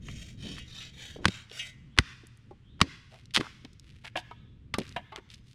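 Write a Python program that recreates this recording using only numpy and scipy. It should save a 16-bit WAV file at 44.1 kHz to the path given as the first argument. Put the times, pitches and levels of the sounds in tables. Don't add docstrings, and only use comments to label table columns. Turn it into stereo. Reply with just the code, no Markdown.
import sys
import numpy as np
from scipy import signal
from scipy.fft import rfft, irfft
from scipy.io import wavfile
from scipy.ndimage import uniform_filter1d

SR = 44100
rng = np.random.default_rng(int(sys.argv[2]) if len(sys.argv) > 2 else 0)


def wrap_up_sound(samples):
    columns = np.atleast_2d(samples).T
    tamed = np.clip(columns, -1, 1)
    steps = np.round(tamed * 32767).astype(np.int16)
    wavfile.write(sys.argv[1], SR, steps)


N = 244314
T = np.arange(N) / SR
HIT_T = T[:32768]


def undb(db):
    return 10 ** (np.asarray(db) / 20)


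def unit(x):
    return x / np.sqrt(np.sum(x ** 2) + 1e-18)


def steady(x):
    return x / np.std(x)


def bins(x):
    return np.maximum(np.fft.rfftfreq(x.shape[-1], 1 / SR), 1)


def shape_db(points, hz):
    f, db = np.transpose(points)
    return np.interp(np.log(hz), np.log(f), db)


def colour(x, db):
    size = x.shape[-1]
    cepstrum = irfft(db * np.log(10) / 20, size)
    cepstrum[1:size // 2] *= 2
    cepstrum[size // 2 + 1:] = 0
    return irfft(rfft(x) * np.exp(rfft(cepstrum)), size)


def band_db(f, hz, q):
    return -10 * np.log10(1 + (q * (f / hz - hz / f)) ** 2)


def treble_loss_db(f):
    return -10 * np.log10(1 + (f / 12000) ** 14)


def add(track, start_s, x):
    i = max(int(start_s * SR), 0)
    track[i:i + len(x)] += x[:max(N - i, 0)]


def walk(rate_hz):
    knots = rng.standard_normal(8192)
    return np.interp(T * rate_hz, np.arange(len(knots)), knots)


def ring(modes, t):
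    return sum((-1) ** k * undb(db) * np.sin(2 * np.pi * hz * t) * np.exp(-np.log(1000) * t / t60_s)
               for k, (hz, db, t60_s) in enumerate(modes))


def contact(length_s, tail_db, smooth_hz):
    u = HIT_T / length_s
    envelope = np.minimum(u * 2, 1) ** 2 * (np.exp(-u ** 4) + undb(tail_db) * np.exp(-u / 2))
    burst = envelope * rng.standard_normal(len(u))
    power = uniform_filter1d(np.abs(rfft(burst)) ** 2, max(int(smooth_hz * HIT_T[-1]), 1))
    return unit(colour(burst, -10 * np.log10(power + 1e-9)))


def grains(length_s, spread_db):
    u = HIT_T / length_s
    sizes = undb(spread_db * np.minimum(rng.exponential(size=len(u)), 6))
    return rng.standard_normal(len(u)) * sizes * np.minimum(u * 5, 1) * np.exp(-1.5 * u ** 3)


def air():
    # frequency in Hz, level in dB.
    rumble_colour = [(20, -7.5), (40, -2), (65, 1.5), (90, 0.5), (125, 0.5), (170, -4), (220, -6.5),
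                     (300, -15), (500, -26), (900, -54.5), (4000, -89.5)]
    leaf_colour = [(300, -7), (700, -6), (1300, -1), (3000, -3), (5000, -13.5), (9000, -22), (12000, -34),
                   (15000, -57)]
    # time in seconds, relative level in dB.
    rumble_levels = [(0.0, -50.5), (1.2, -54.5), (2.05, -62.5), (2.6, -61), (4.15, -59), (4.7, -55),
                     (5.06, -58.5), (5.54, -61.5)]
    hum_hz, sway_hz, sway_period_s, crest_s = 123, 8.3, 0.99, 1.8
    f = bins(T)
    rumble = rng.standard_normal(N) + 0.31 * rng.standard_normal((2, N))
    rumble = steady(colour(rumble, shape_db(rumble_colour, f)))
    leaves = rng.standard_normal((2, N)) + 7.3 * rng.standard_normal(N)
    leaves = steady(colour(leaves, shape_db(leaf_colour, f)))
    pitch_hz = hum_hz + sway_hz * np.cos(2 * np.pi * (T - crest_s) / sway_period_s)
    pitch_hz *= 1 + .025 * walk(19)
    hum = undb(-58 + 2.9 * walk(5.3)) * np.sin(2 * np.pi * np.cumsum(pitch_hz) / SR)
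    rumble_db = np.interp(T, *np.transpose(rumble_levels)) + 4 + 3 * walk(7.6)
    leaves_db = -74 + 2 * walk(0.88)
    return rumble * undb(rumble_db) + hum + leaves * undb(leaves_db)


def saw():
    # start in seconds, length in seconds, level in dB, share of the stroke before peak speed,
    # swell exponent, tilt in dB per octave.
    strokes = [(0, 0.37, -51, 0.39, 1.08, 1.3), (0.353, 0.38, -47, 0.27, 2.36, -0.2),
               (0.618, 0.32, -47, 0.61, 1.97, -.3), (0.89, 0.33, -47, 0.53, 2, 0),
               (1.2, 0.26, -49, 0.56, 1.4, 0.4), (1.472, 0.31, -42.5, 0.31, 2.8, 1.25)]
    # frequency in Hz, level in dB.
    rasp_colour = [(400, -16), (600, -5.5), (900, -21), (1300, -11), (2600, -2), (3100, -4.5), (3800, -4.5),
                   (4200, -11), (6600, -9.5), (8200, -19), (11800, -29.5), (15000, -39.5)]
    # frequency in Hz, level in dB, t60 in s.
    blade_modes = [(1884, -11, .45), (2019, -9, .45), (2153, -10, .38), (2336, -8, .28), (2568, -3.5, .28),
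                   (2848, 0, .24), (3110, -4, .22), (3343, -4, .19), (3731, -10, .2), (4640, -19, .14),
                   (6234, -11, .09)]
    kerf_modes = [(3160, -5, 0.078), (3770, -4, 0.078), (4500, -11.5, .03), (5920, -9.5, 0.028)]
    # start in seconds, level in dB.
    catches = [(0.588, -18), (.80, -15), (1.59, -4)]
    kerf_shift, left_db = 0.012, 1.0
    out, f, size = np.zeros((2, N)), bins(HIT_T), len(HIT_T)
    blade = unit(ring(blade_modes, HIT_T))

    def dense_modes(tilt_db_oct):
        burst = (rng.standard_normal((2, size)) + rng.standard_normal(size)) * np.exp(-HIT_T / 0.004)
        return unit(colour(burst, shape_db(rasp_colour, f) + tilt_db_oct * np.log2(f / 3500)))

    for start_s, length_s, db, fastest, swell, tilt_db_oct in strokes:
        travel = np.interp(HIT_T / length_s, [0, fastest, 1], [0, .5, 1])
        speed = np.abs(np.sin(np.pi * travel)) ** swell
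        snag_db = 1.9 * rng.exponential(size=size) + 3.2 * walk(250)[:size] + 1.5 * walk(31)[:size]
        teeth = undb(db) * speed * steady(rng.standard_normal(size) * undb(snag_db))
        fade_rad = np.pi * travel / 2
        for share, pitch in (np.cos(fade_rad), 1 - kerf_shift), (np.sin(fade_rad), 1 + kerf_shift):
            kerf = unit(ring([(hz * pitch, level, t60) for hz, level, t60 in kerf_modes], HIT_T))
            response = undb(4) * dense_modes(tilt_db_oct) + undb(-4) * kerf + undb(-20.5) * blade
            rasp = signal.fftconvolve((teeth * share)[None], response, axes=1)
            for track, side in zip(out, rasp):
                add(track, start_s, side)
    rings = np.zeros(N)
    for start_s, db in catches:
        jolt = contact(0.0074, tail_db=4, smooth_hz=40)
        add(rings, start_s, undb(db) * unit(signal.fftconvolve(jolt, blade)))
    return (out + rings) * undb([[left_db], [-left_db]])


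def billets():
    # start in seconds, level in dB, pitch ratio, tilt in dB per octave, contact in seconds,
    # t60 factor set by the grip, relative scratch level in dB.
    knocks = [(0.082, -16, 0.75, 13.5, 0.0061, 0.29, -12), (2.507, -18, 1.1, -18, 0.0048, 0.82, -22.5),
              (3.648, -23.5, 1.05, 6.5, 0.0026, 0.69, -9), (4.1537, -1, 0.99, 0, 0.0072, 0.88, -30),
              (4.168, -7.5, 0.95, 8.5, 0.0081, 0.57, -7), (4.309, -15, 1.3, -5.5, 0.00433, 0.88, -21.5),
              (4.741, -8.5, 1.6, -1.5, 0.005, 1.45, -5), (4.9603, -2, 0.99, 1.5, 0.0067, 0.65, -16),
              (5.116, -14, 1.24, -3, 0.014, 1.1, -20), (5.16, -14.5, 1.27, 7, 0.00043, 0.26, -16)]
    # frequency in Hz, level in dB, t60 in seconds.
    billet_modes = [(339, -14, .06), (520, -9, .04), (727, 3, .052), (875, -6, .06), (975, 1, .035),
                    (1280, -7, .02), (1690, 1, .028), (2120, -6, .02), (2430, -2, .022), (2821, -5, .03),
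                    (3176, -6, .024), (3500, -9, .024), (3900, -13, .02)]
    out, f = np.zeros(N), bins(HIT_T)
    for start_s, db, pitch, tilt_db_oct, contact_s, grip, scratch_db in knocks:
        modes = [(hz * pitch, level + tilt_db_oct * np.log2(hz / 1000), grip * t60)
                 for hz, level, t60 in billet_modes]
        touch = contact(contact_s, tail_db=-2, smooth_hz=300)
        body = unit(signal.fftconvolve(touch, unit(ring(modes, HIT_T)))[:len(touch)])
        scratch = unit(colour(touch, 2 * band_db(f, 2800, q=1)))
        add(out, start_s, undb(db) * (body + undb(scratch_db) * scratch))
    return out


def scuffs():
    # start in seconds, length in seconds, level in dB, centre in Hz.
    rubs = [(.42, 0.15, -6.5, 199), (1.159, 0.0095, -15.5, 464), (1.176, 0.065, -13, 315),
            (1.509, 0.012, -24, 434), (2.232, 0.014, -26, 331), (2.819, 0.06, -10, 250),
            (3.109, 0.078, -24, 623), (3.37, 0.054, -9, 396), (3.642, 0.02, -18, 280),
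            (4.04, 0.033, -22.5, 750), (4.785, 0.04, -10, 360), (4.806, 0.013, -9, 201),
            (5.172, 0.036, -18, 380)]
    out, f = np.zeros(N), bins(HIT_T)
    for start_s, length_s, db, hz in rubs:
        rub = colour(grains(length_s, spread_db=4.5), 2 * band_db(f, hz, q=1.5))
        add(out, start_s, undb(db) * unit(rub))
    return out


def rustles():
    # start in seconds, length in seconds, level in dB, centre in Hz.
    bursts = [(0.562, 0.042, -18, 1760), (3.095, 0.15, -24, 2750), (3.336, 0.045, -0.5, 3250),
              (3.416, 0.071, -15.5, 1100), (3.801, 0.31, -25.5, 2550), (4.036, 0.052, -13.5, 1965),
              (4.164, 0.039, -12.5, 3130), (4.783, 0.0043, -14, 7000), (4.786, 0.18, -18.5, 2230),
              (5.157, 0.039, -18, 1300), (5.287, 0.1, -21, 3000), (5.432, 0.24, -26.5, 3530)]
    out, f = np.zeros(N), bins(HIT_T)
    for start_s, length_s, db, hz in bursts:
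        tone_db = 1.86 * band_db(f, hz, q=0.9) + treble_loss_db(f)
        add(out, start_s, undb(db) * unit(colour(grains(length_s, spread_db=7), tone_db)))
    return out


def snaps():
    # start in seconds, level in dB, centre in Hz, length in seconds.
    ticks = [(0.59, -28.5, 7150, 0.0015), (1.497, -27, 3120, 0.002), (1.513, -20, 3100, 0.0032),
             (1.59, -17.5, 4700, .006), (2.269, -30.5, 8000, 0.0012), (2.373, -40, 8100, .0007),
             (2.829, -20, 3740, 0.00069), (3.256, -30.5, 4510, 0.0013), (3.307, -30, 2940, 0.0027),
             (3.467, -18, 1300, 0.00062), (3.6485, -25, 3960, 0.00083), (3.731, -35.5, 5400, 0.0016),
             (3.7966, -26, 5050, 0.00075), (3.901, -32.5, 3300, 0.0015), (4.055, -20, 2330, 0.0011),
             (4.0777, -18, 2400, 0.0017), (4.173, -12, 3150, 0.00045), (4.8, -19.5, 3540, 0.0011),
             (4.815, -20, 2430, 0.0054), (4.834, -32, 4450, 0.00044), (4.867, -27.5, 3340, 0.00048),
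             (4.88, -32, 5000, 0.00034), (4.892, -25, 4900, 0.00059), (4.924, -26, 3750, 0.00075),
             (5.16, -17.5, 4170, 0.00061), (5.168, -25, 2380, 0.0011), (5.301, -25.5, 3600, 0.0021),
             (5.342, -23, 4400, 0.0015)]
    out, f = np.zeros(N), bins(HIT_T)
    for start_s, db, hz, length_s in ticks:
        burst = contact(length_s, tail_db=-1.5, smooth_hz=1568)
        tone_db = 2.8 * band_db(f, hz, q=1) + treble_loss_db(f)
        add(out, start_s, undb(db) * unit(colour(burst, tone_db)))
    return out


def woody_burst(length_s, tilt_db_oct, wood_hz, resonance, body_db=0):
    # frequency in Hz, level in dB.
    wood_colour = [(100, -43.5), (300, 3), (450, -6), (700, -5.5), (1100, 1.5), (2000, -3.5), (3100, -6),
                   (4800, -12), (7300, -23.5), (9200, -25), (12000, -39.5), (16000, -56.5)]
    f = bins(HIT_T)
    tone_db = shape_db(wood_colour, f) + tilt_db_oct * np.log2(np.clip(f, 300, 4200) / 2000)
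    tone_db += resonance * 7.5 * undb(2 * band_db(f, wood_hz, q=6))
    tone_db += body_db * undb(2 * band_db(f, 460, q=1.4))
    return unit(colour(contact(length_s, tail_db=-20, smooth_hz=756), tone_db))


def ticking_halo(track, hit_s, hit_db, length_s, hz, resonance):
    gap_s, step_db = .0102, -21.5
    for k in 1, 2:
        add(track, hit_s - k * gap_s, undb(hit_db + k * step_db) * woody_burst(length_s, 0, hz, resonance))


def thump(hz):
    # multiple of the thump pitch, level in dB, share of its t60.
    stump_modes = [(1, 0, 1), (1.85, 1, .4), (2.7, -2, .4), (4.4, -14, .2)]
    bend, sag_s = 0.85, 0.0063
    t60_s = 0.056 * (100 / hz)
    modes = [(hz * ratio, db, share * t60_s) for ratio, db, share in stump_modes]
    bent_t = HIT_T + bend * sag_s * (1 - np.exp(-HIT_T / sag_s))
    grind = contact(.011, tail_db=-19.5, smooth_hz=120)
    thud = unit(colour(grind, 2 * band_db(bins(HIT_T), 190, q=1.2)))
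    return unit(ring(modes, bent_t)) + undb(-5.5) * thud


def hatchet(resonance):
    # start in seconds, level in dB, bite in seconds, tilt in dB per octave,
    # wood resonance in Hz, hollow body in dB, thump in Hz.
    blows = [(1.2532, 10, 0.0041, 3.5, 1570, 9.5, 76), (1.9852, 13, 0.0043, 4.5, 1970, -11.5, 57),
             (2.8128, 12, 0.0042, 5, 1134, -1.5, 77)]
    # start in seconds, level in dB, length in seconds.
    splits = [(3.3455, -3.5, 0.0038), (3.3527, 1, 0.0027), (3.3614, 7, 0.0024), (3.3697, 3, 0.0021)]
    # start in seconds, clack in dB, contact in seconds, tilt in dB per octave,
    # thump in dB, thump in Hz.
    landings = [(1.2797, -3.5, 0.0054, 11, 0, 92), (3.372, -0.5, 0.0075, 4.5, -5, 162),
                (3.394, -11, 0.022, 7, -5.5, 104), (3.408, -4, 0.0037, -3, -16, 166),
                (4.7381, -2, 0.0061, 4, -9, 71), (4.7819, -10, 0.011, 9, -0.5, 182)]
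    split_hz, landing_hz, stump_lag_s = 3220, 2050, .0021
    out = np.zeros(N)
    for start_s, db, bite_s, tilt_db_oct, wood_hz, body_db, thump_hz in blows:
        ticking_halo(out, start_s, db, bite_s, wood_hz, resonance)
        add(out, start_s, undb(db) * woody_burst(bite_s, tilt_db_oct, wood_hz, resonance, body_db))
        add(out, start_s + stump_lag_s, undb(db - 5) * thump(thump_hz))
    for k, (start_s, db, length_s) in enumerate(splits):
        tilt_db_oct = 11.5 - 2.5 * k
        add(out, start_s, undb(db) * woody_burst(length_s, tilt_db_oct, split_hz, resonance))
    for start_s, db, contact_s, tilt_db_oct, thump_db, thump_hz in landings:
        add(out, start_s, undb(db) * woody_burst(contact_s, tilt_db_oct, landing_hz, resonance))
        add(out, start_s + stump_lag_s, undb(thump_db) * thump(thump_hz))
    return out


def bird():
    # start in seconds, level in dB.
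    notes = [(1.89, -66), (2.618, -66), (4.283, -66), (4.982, -65)]
    note_s, start_hz, rise_hz_per_s = 0.16, 2980, 6000
    out, waver = np.zeros(N), walk(1300)
    for start_s, db in notes:
        t = np.clip(T - start_s, 0, note_s)
        hz = (start_hz + rise_hz_per_s * t) * (1 + .07 * waver)
        out += undb(db) * np.sin(np.pi * t / note_s) * np.sin(2 * np.pi * np.cumsum(hz) / SR)
    return out


def forest(x, wet_db, t60_s, treble_t60_s, near_db, build_s):
    # frequency in Hz, level in dB.
    echo_colour = [(60, -22.5), (300, -6), (700, -13), (1300, -2), (2000, 0), (3200, -0.5), (5000, 2.5),
                   (10000, -9), (16000, -0.5)]
    bloom_db, bloom_s, bloom_spread_s = 3, .115, .05
    t = T[:2 * SR]
    f = bins(t)
    echoes = rng.standard_normal((2, len(t))) * undb(1.3 * rng.exponential(size=(2, len(t))))
    tone_db = shape_db(echo_colour, f)
    treble_ratio = (np.maximum(f, 500) / 4200) ** 6
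    dull = colour(echoes, tone_db - 10 * np.log10(1 + treble_ratio))
    bright = colour(echoes, tone_db - 10 * np.log10(1 + 1 / treble_ratio))
    decay = dull * undb(-60 * t / t60_s) + bright * undb(-60 * t / treble_t60_s)
    early = undb(near_db) * np.exp(-t / 0.0083) * np.clip(t / 0.0066 - 1, 0, 1)
    trunks = 1 / (1 + np.exp(-(t - build_s) / .015))
    bloom = undb(bloom_db * np.exp(-((t - bloom_s) / bloom_spread_s) ** 2))
    response = unit((trunks * bloom + early) * decay)
    return undb(wet_db) * signal.fftconvolve(x, response, axes=1)[:, :N]


def pan_right(x):
    # frequency in Hz, left minus right in dB.
    balance = [(60, -0.5), (400, 2), (1300, -2), (2400, 0), (4400, -1.5), (8000, -4.5), (15000, -3.5)]
    # frequency in Hz, left phase lead in radians.
    phase = [(0, 0), (2150, -.62), (4500, -1.2), (7000, -1.7), (9000, -1.1), (12000, -1.4), (16000, -2)]
    f = bins(x)
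    left_db = shape_db(balance, f) / 2
    lead_rad = np.interp(f, *np.transpose(phase))
    return irfft(rfft(x) * np.array([undb(left_db) * np.exp(1j * lead_rad), undb(-left_db)]), N)


def scene():
    handling = billets() + snaps() + rustles() + scuffs()
    rasp, song = saw(), bird()
    sideways = np.array([hatchet(resonance=.3), hatchet(resonance=.3)])
    send = sideways + undb(5) * handling + undb(2) * rasp + undb(25) * song
    echo = forest(send, wet_db=-19, t60_s=0.94, treble_t60_s=0.95, near_db=8.5, build_s=0.039)
    return pan_right(hatchet(resonance=0.87) + handling + song) + rasp + echo + air()


def record(dry):
    lowpass = signal.ellip(8, .2, 70, 16100, fs=SR, output="sos")
    return signal.sosfilt(lowpass, np.clip(dry, -1, 1))


dry = scene()
out = record(dry)
wrap_up_sound(out)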